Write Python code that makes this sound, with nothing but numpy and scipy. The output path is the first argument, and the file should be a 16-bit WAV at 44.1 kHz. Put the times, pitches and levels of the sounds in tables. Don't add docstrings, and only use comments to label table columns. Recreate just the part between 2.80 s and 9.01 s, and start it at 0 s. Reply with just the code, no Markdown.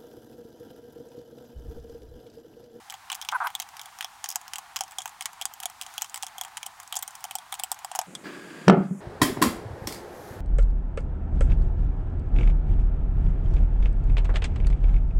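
import sys
import numpy as np
from scipy import signal
from scipy.fft import rfft, irfft, next_fast_len
from scipy.io import wavfile
from scipy.ndimage import uniform_filter1d, minimum_filter1d

SR = 44100
rng = np.random.default_rng(int(sys.argv[2]) if len(sys.argv) > 2 else 0)


def dump_mix(stems):
    frames = np.atleast_2d(stems).T
    limited = np.clip(frames, -1, 1)
    pcm = np.round(limited * 32767).astype(np.int16)
    wavfile.write(sys.argv[1], SR, pcm)


N = 273670
TIME = np.arange(N) / SR
BASS_OPENS_S = 5.265


def from_db(db):
    return 10 ** (np.asarray(db) / 20)


def rms_one(x):
    return x / np.sqrt(np.mean(x ** 2) + 1e-20)


def at_hz(points, hz):
    f, value = np.transpose(points)
    return np.interp(np.log(np.maximum(hz, 1)), np.log(f), value)


def add(out, s, sound):
    i = int(round(s * SR))
    out[i:i + len(sound)] += sound[:max(N - i, 0)]


def keep(x, hz, kind, order=2):
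    sos = signal.butter(order, np.minimum(hz, .49 * SR), kind, fs=SR, output="sos")
    return signal.sosfilt(sos, x + 1e-18)


def noise(colour):
    size = next_fast_len(N)
    gain = from_db(at_hz(colour, np.arange(size // 2 + 1) * SR / size))
    return rms_one(irfft(rfft(rng.standard_normal(size)) * gain, size)[:N])


def resonate(x, tones, detune=0., vary_db=0.):
    out = 0
    for k, (hz, width, db) in enumerate(tones):
        decay = np.exp(-np.pi * width / SR)
        angle = 2 * np.pi * hz * (1 + detune * rng.normal()) / SR
        gain = (-1) ** k * from_db(db + vary_db * rng.normal()) * (1 - decay ** 2) / 2
        feedback = [1, -2 * decay * np.cos(angle), decay ** 2]
        out = out + gain * signal.lfilter([1, 0, -1], feedback, x + 1e-18)
    return out


# f/Hz, level/dB
HUSH_COLOUR = [(30, -26), (110, 13), (180, 17.5), (350, -4), (600, 0.5), (1000, -5.5), (2200, -12),
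               (4300, -31), (7000, -10), (10000, -15.5), (12500, -24.5), (16000, -34)]
RUB_COLOUR = [(100, -8.5), (400, -9.5), (800, 3), (1150, -1.5), (1650, -5.5), (2200, -9.5), (3200, -15),
              (4500, -21), (9000, -47)]
SLIDE_COLOUR = [(1500, -20), (3200, 1), (4500, 0), (7000, -0.5), (10000, -3), (12500, -7.5), (15000, -9),
                (17000, -10)]
# middle t/s, half length/s, extra rubbing/dB, extra sliding/dB
GRIP_SHIFTS = [(.63, 0.083, 5, 2), (1.212, 0.22, 0.5, 1.5), (3.16, .13, 1, 5.5), (4.384, 0.11, 0.5, 1.5)]

def background():
    rub_db, slide_db = -50.5, -58.5
    for s, half_length, extra_rub_db, extra_slide_db in GRIP_SHIFTS:
        swell = np.exp(-((TIME - s) / half_length) ** 2)
        rub_db += extra_rub_db * swell
        slide_db += extra_slide_db * swell
    waver = rms_one(keep(rng.standard_normal(N), 22, "low"))
    rubbing = from_db(rub_db + 1.83 * waver) * noise(RUB_COLOUR)
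    sliding = from_db(slide_db) * noise(SLIDE_COLOUR)
    hush = from_db(-46.5) * noise(HUSH_COLOUR)
    return np.where(TIME < BASS_OPENS_S, rubbing + sliding, hush)


def stroke(start_s, length_s, rise_s=.02, fade_s=0.033):
    t = TIME - start_s
    return np.clip(t / rise_s, 0, 1) * np.exp(-np.maximum(t - length_s, 0) / fade_s)


# f/Hz, level/dB
SLEEVE_COLOUR = [(60, -25), (130, -2.5), (190, -11.5), (340, -3), (500, -13.5), (800, -19.5), (1300, -18),
                 (2500, -21), (5000, -32), (9000, -46)]
# t/s, length/s, level/dB
SLEEVE_PRESSES = [(5.432, 0.06, -39.5), (5.512, 0.54, -46)]
# f/Hz, width/Hz, level/dB
RUBBED_TONES = [(1130, 56, -4.5), (1634, 100, 3.5), (3350, 210, -15), (4730, 190, -12.5)]

def sleeve():
    drag = from_db(-51) * stroke(start_s=5.25, length_s=0.8)
    pressed = sum(from_db(db) * stroke(s, length) for s, length, db in SLEEVE_PRESSES)
    catches = rms_one(keep(rng.standard_normal(N), 47, "low"))
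    ring = from_db(-5) * pressed * rms_one(resonate(rng.standard_normal(N), RUBBED_TONES))
    rustle = np.hypot(drag, pressed) * noise(SLEEVE_COLOUR)
    return from_db(0.78 * catches) * (rustle + ring)


# f/Hz, level/dB
ECHO_COLOUR = [(60, -34), (130, -10.5), (250, 12), (600, 0.5), (1300, -8.5), (2500, -8), (5000, -18),
               (12000, -26)]
# f/Hz, time to fade by 60 dB/s
ECHO_FADES = [(130, 0.36), (400, 0.19), (1500, 0.32), (4000, 0.2), (10000, .15)]

def workspace_echo():
    t, echo = TIME[:SR // 2], 0
    for hz in 90 * 2 ** (np.arange(15) / 2):
        band = keep(rng.standard_normal(len(t)), [hz / 2 ** .25, hz * 2 ** .25], "band")
        echo += band * from_db(at_hz(ECHO_COLOUR, hz) - 60 * t / at_hz(ECHO_FADES, hz))
    echo *= np.minimum(t / 0.016, 1)
    return echo / np.linalg.norm(echo)


# t/s, level/dB, dulled above f/Hz
KNOCKS = [(5.8814, 3.5, 3000), (5.883, 10.5, 340), (5.8983, 11, 1900), (5.9265, 5.5, 550), (5.9452, 2, 350),
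          (5.974, 0.5, 262), (6.0051, 1.5, 148), (6.0494, -17, 250), (6.1104, -7, 170)]
# f/Hz, level/dB, time to fade by 60 dB/s
KNOCK_TONES = [(146.7, -32.5, 0.6), (189.7, -1.5, 0.08), (240.7, -21, 0.21), (274, -27.5, 0.12),
               (318, -33.5, 0.24), (378, -17.5, 0.064), (456, -11, 0.025), (575, -20, 0.06),
               (690, -13, 0.03), (800, -6.5, 0.012), (950, -9.5, 0.012), (1175, -9, 0.0097),
               (1275, -17.5, 0.024), (1350, -13.5, 0.021), (1726, -24, 0.071), (2300, -19, 0.016),
               (3150, -10, 0.01), (5620, -3, 0.0098), (8200, -14, 0.024)]

def knock():
    t, out = TIME[:SR // 2], np.zeros(N)
    body = sum(from_db(db - 60 * t / fade_s) * np.sin(2 * np.pi * hz * t)
               for hz, db, fade_s in KNOCK_TONES)
    for s, db, bright_hz in KNOCKS:
        crack = from_db(-3 - 60 * t / 0.031) * rng.standard_normal(len(t))
        blow = body + keep(crack, 7400, "low")
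        add(out, s, from_db(db) * keep(blow, bright_hz, "low"))
    echo = signal.oaconvolve(keep(out, 403, "high"), workspace_echo())[:N]
    return out + from_db(-11.5) * echo


# t/s, length/s, first f/Hz, last f/Hz, level/dB
SQUEAKS = [(0.54, 0.034, 8500, 11500, -45.5), (0.635, .035, 11000, 13300, -51),
           (0.632, 0.057, 7740, 11000, -46)]

def squeaks():
    out = np.zeros(N)
    for s, length, start_hz, end_hz, db in SQUEAKS:
        along = np.linspace(0, 1, int(length * SR))
        glide_hz = start_hz + (end_hz - start_hz) * np.sqrt(along)
        jitter_hz = 1500 * rng.standard_normal(len(along))
        whistle = np.sin(2 * np.pi * np.cumsum(glide_hz + jitter_hz) / SR)
        add(out, s, from_db(db) * np.sin(np.pi * along) * whistle)
    return out


# t/s, length/s, slip rate f/Hz, level/dB, unevenness from 0 to 1
CREAKS = [(0.524, 0.019, 200, -28, 0.2), (0.544, .027, 505, -25, 0.05), (0.603, .034, 262, -27.5, .06),
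          (.638, .044, 460, -30, .2)]
# f/Hz, width/Hz, level/dB
CREAK_TONES = [(800, 540, -1), (1010, 213, 3.5), (1207, 150, 0), (1526, 197, -1), (1980, 400, -21.5),
               (2650, 570, -30)]

def creak(rise_s=0.0034, fade_s=0.0097, slowing=.22):
    slips = np.zeros(N)
    for start, length, slip_hz, db, uneven in CREAKS:
        t = 0
        for gap, size in rng.standard_normal((40, 2)):
            swell = np.clip(min((t + 1 / slip_hz) / rise_s, (length - t) / fade_s), 0, 1)
            rate = slip_hz * (1 - slowing * min(t / length, 1) ** 3)
            slips[int((start + t) * SR)] = swell * from_db(db + 9 * uneven * size) * np.sqrt(SR / rate)
            t += np.exp(uneven * gap) / rate
    tap = 1. * (TIME[:SR // 20] == 0)
    body = keep(resonate(tap, CREAK_TONES), 2200, "low", order=3)
    return from_db(1.5) * signal.oaconvolve(slips, body / np.linalg.norm(body))[:N]


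def favour(tones, centre_hz, db_per_octave):
    return [(hz, width, db - db_per_octave * abs(np.log2(hz / centre_hz))) for hz, width, db in tones]


def snap(tones, band_hz, rattle_db, rattle_s, room_db, room_s):
    t = TIME[:SR // 14]
    fade = from_db(rattle_db - 60 * t / rattle_s) + from_db(room_db - 60 * t / room_s)
    force = (t == 0) + fade * rng.standard_normal(len(t))
    ring = resonate(force, tones, detune=0.014, vary_db=3.5)
    ring = keep(ring, band_hz, "band")
    return ring / np.sqrt(np.mean(ring[:SR // 100] ** 2))


# f/Hz, width/Hz, level/dB
CASE_TONES = [(750, 93, 11.5), (900, 465, -1), (1092, 80, 2), (1620, 1350, 2)]
HANDLE_TONES = [(2150, 254, -10), (2320, 390, -9), (3164, 395, 2.5), (3326, 330, 1.5), (3710, 880, -14)]
SOCKET_TONES = [(4720, 220, -1.1), (5420, 1180, -1.1), (6800, 970, 0.35), (8000, 730, 1), (9090, 1160, 2.2),
                (10300, 1600, 0.97)]
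PAWL_TONES = [(11500, 800, -0.5), (14400, 4000, 1.2), (15430, 2700, 1.3)]
# t/s, favoured f/Hz
SOCKET_PITCH = [(0, 6500), (1.5, 6000), (2.7, 7200), (5.25, 7730)]

def click(s, case_db, handle_db, pawl_db, case_hz):
    socket_hz = np.interp(s, *np.transpose(SOCKET_PITCH))
    case = snap(favour(CASE_TONES, case_hz, db_per_octave=26), [460, 3600],
                rattle_db=-30, rattle_s=0.019, room_db=-26.5, room_s=0.052)
    handle = snap(HANDLE_TONES, [1060, 5600], rattle_db=-24, rattle_s=0.04, room_db=-43, room_s=0.059)
    socket = snap(favour(SOCKET_TONES, socket_hz, db_per_octave=10), [3600, 10060],
                  rattle_db=-22.5, rattle_s=0.031, room_db=-44.5, room_s=0.091)
    pawl = snap(PAWL_TONES, [10300, 17600], rattle_db=-23, rattle_s=0.022, room_db=-56, room_s=.07)
    return (from_db(case_db + 0.87) * case + from_db(handle_db - 0.36) * handle
            + from_db(0.05) * socket + from_db(pawl_db - 0.4) * pawl)


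def loose_ticks(clicks, chance=.45, soonest_s=.005, latest_s=0.033, weaker_db=13):
    return [(s + soonest_s + (latest_s - soonest_s) * delay, db - weaker_db, *colour)
            for (s, db, *colour), (dice, delay) in zip(clicks, rng.random((len(clicks), 2)))
            if dice < chance]


def stray_ticks(until_s, per_s=7, case_db=-2, handle_db=-9.5, pawl_db=-5.5, case_hz=960):
    times = np.cumsum(rng.exponential(1, size=80)) / per_s
    levels_db = rng.normal(-50.5, 4, size=80)
    return [(s, db, case_db, handle_db, pawl_db, case_hz)
            for s, db in zip(times, levels_db) if s < until_s]


# t/s, level/dB, case boost/dB, handle boost/dB, pawl boost/dB, case f/Hz
CLICKS = [(0.0993, -44, -10, 3.5, -10, 850), (0.105, -42.5, -8, -6, -9, 850),
          (0.124, -53, 9.5, -5, 3, 1190), (0.1406, -46, 4, 2, -7, 860), (0.3007, -39.5, 1, 6.5, -13, 1160),
          (0.318, -36, -2, 3, -8, 880), (0.3283, -38.5, -2, 2.5, -9, 960), (0.3464, -44, -10, -5, -4, 1200),
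          (0.351, -38.5, -9, -12, -2, 1040), (0.4146, -39, -7, 0.5, -9, 990),
          (0.4245, -42.5, -5, 0, -7, 900), (0.4493, -47, -7, 3, -6, 1260), (0.488, -34, -2, 4.5, -9, 880),
          (0.6712, -43.5, 12, 4.5, 2, 940), (0.7515, -35, -6.5, 5.5, -4, 935),
          (0.8, -32.5, -7.5, -2.5, -4, 850), (0.8237, -44.5, -6, 0.5, -7, 1090),
          (0.9945, -44, -6, 2, -9, 1070), (1.0147, -43.5, -15, -2, -4, 830),
          (1.0578, -47.5, -3, -1.5, -5, 870), (1.2087, -40, 3.5, 6, -2, 1210),
          (1.226, -43.5, 1, 1, -13, 1230), (1.2453, -36.5, -1, 1, -8, 1090),
          (1.442, -32, -6, -7.5, -13, 1010), (1.4592, -40.5, -5, -5, -15, 1180),
          (1.4894, -33.5, -13, -17, -2, 820), (1.5026, -35.5, -13, -11, -4, 1050),
          (1.5142, -40, -12, -11, -11, 910), (1.5242, -43, -7, -9, -6, 860),
          (1.5576, -27, -6.5, -15.5, -5, 900), (1.7351, -35.5, -5.5, -3, -10, 1050),
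          (1.7576, -37.5, -7.5, -1, -7, 1140), (1.7839, -38.5, -1.5, -9, -5, 990),
          (1.9607, -34, -4, -3.5, -9, 1170), (1.966, -32, -7.5, -3, -8, 990),
          (2.0085, -29, -0.5, -7, -10, 766), (2.185, -32, -4.5, -0.5, -12, 870),
          (2.2189, -40.5, -12, -3.5, -17, 1040), (2.2572, -39, 5, -3, -2, 850),
          (2.277, -44, 0, -7, -14, 890), (2.4088, -36.5, -4, 0.5, -9, 990), (2.423, -41, -12, -3, -7, 940),
          (2.4569, -30.5, -9, -3, -9, 1090), (2.6134, -37, -3, 2.5, -8, 750),
          (2.621, -39.5, -12, 4, -8, 990), (2.6544, -27, -10, -12, -12, 740),
          (2.7377, -46, -18, -6, 1, 1020), (2.802, -42, -4, -3, 0, 810), (2.834, -42, 1, 1.5, -4, 870),
          (2.8565, -30, -2.5, -4, -7, 800), (3.0135, -38, -14, 2, -5, 900),
          (3.0215, -40.5, -6, -6, -10, 880), (3.0646, -44, -1, -2.5, -13, 910),
          (3.18, -36, -5.5, 4, -3, 800), (3.2202, -28, -9.5, -10.5, -5, 850),
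          (3.245, -43, -7, -2.5, -9, 1200), (3.2964, -45.5, -15, -15, -10, 1010),
          (3.3438, -34.5, -8, -8.5, -9, 860), (3.3591, -39, -5, -4, -7, 840),
          (3.4255, -36, -18, -5, -7, 820), (3.4319, -34.5, -0.5, -4, -17, 840),
          (3.4664, -39, -9, -6, -10, 820), (3.5821, -41.5, 0, 0.5, -4, 840),
          (3.612, -33.5, -3, -0.5, -4, 844), (3.6495, -43.5, 0, -4, -7, 870),
          (3.7708, -36, -6, -4, -13, 1090), (3.7765, -43.5, 1, -5, -10, 1090),
          (3.83, -39.5, -6, 1, -10, 1000), (3.864, -36, -5.5, -5, -5.5, 960),
          (4.0764, -47, -8, -19, -11, 820), (4.1253, -37, -2.5, 4, -4, 850), (4.142, -47, 1, 7, -9, 770),
          (4.1552, -39, -13, -21, -3, 800), (4.1637, -34, -7, -9, -10, 780),
          (4.1684, -27.5, -11.5, -14, -11, 780), (4.1897, -38, -8, -16, -8, 860),
          (4.2252, -38, -13, -3, -3, 1020), (4.2285, -38.5, -2, -3.5, 4, 1030),
          (4.278, -37, -9, -11, -9, 820), (4.353, -43, -15, -12, -6, 1100),
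          (4.4414, -36, -3, -7.5, -3, 790), (4.451, -46, 8, 0, -6, 786), (4.5105, -41, -1, 2.5, -3, 820),
          (4.5538, -30, -3.5, -11, -6, 790), (4.5853, -42.5, -2, -2, -9, 840),
          (4.7251, -36.5, 1.5, 1, -5, 910), (4.741, -37.5, -5, -6, -8, 850),
          (4.7972, -35, -1, -4.5, -9, 830), (4.836, -30, -6.5, -4, -2.5, 780),
          (4.9166, -27.5, -3.5, -12.5, -6, 830), (5.047, -36.5, 3.5, -10.5, -8, 827),
          (5.1154, -41.5, 6.5, -3.5, -14, 830), (5.151, -37, 6, -9, -12, 770),
          (5.1583, -34, -3.5, -14, -5, 840), (5.1901, -28, 5, -9.5, -7.5, 810),
          (5.2145, -38.5, 2.5, -10, -15, 785), (5.3513, -38.5, -10, 2, -25, 1230)]

def ratchet():
    out = np.zeros(N)
    ticks = loose_ticks(CLICKS) + stray_ticks(until_s=CLICKS[-1][0])
    for s, db, *colour in list(CLICKS) + ticks:
        add(out, s, from_db(db) * click(s, *colour))
    return out


def scene():
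    return (creak() + squeaks() + knock() + sleeve() + background() + ratchet())[None]


def cut_bass(x, hz, order):
    return signal.sosfiltfilt(signal.butter(order, hz, "high", fs=SR, output="sos"), x)


def limiter(x, ceiling_db, recover_db_per_s):
    over_db = np.maximum(20 * np.log10(np.abs(x) + 1e-9) - ceiling_db, 0)
    recovery_db = recover_db_per_s * TIME
    drop_db = np.maximum.accumulate(over_db + recovery_db) - recovery_db
    smooth_db = uniform_filter1d(minimum_filter1d(-drop_db, size=89), size=89)
    return x * from_db(smooth_db)


# f/Hz, level/dB
RUMBLE_COLOUR = [(20, -15), (45, -5), (85, -3), (150, -6.5), (300, -13.5), (600, -16.5), (2000, -50)]

def record(dry):
    opened = np.clip((TIME - BASS_OPENS_S) / 0.0094, 0, 1)
    thin = cut_bass(dry[0], 675, order=7) + from_db(-32) * dry[0]
    full = cut_bass(dry[0], 150, order=5) + from_db(-28.5) * dry[0]
    sound = (1 - opened) * thin + opened * full + from_db(-70) * noise(RUMBLE_COLOUR)
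    sound = limiter(sound, ceiling_db=1.5, recover_db_per_s=40)
    sound = np.clip(sound, -1, 1)
    top_cut = signal.ellip(10, .3, 90, 16000, fs=SR, output="sos")
    return signal.sosfilt(top_cut, sound)[None]


dry = scene()
out = record(dry)
dump_mix(out)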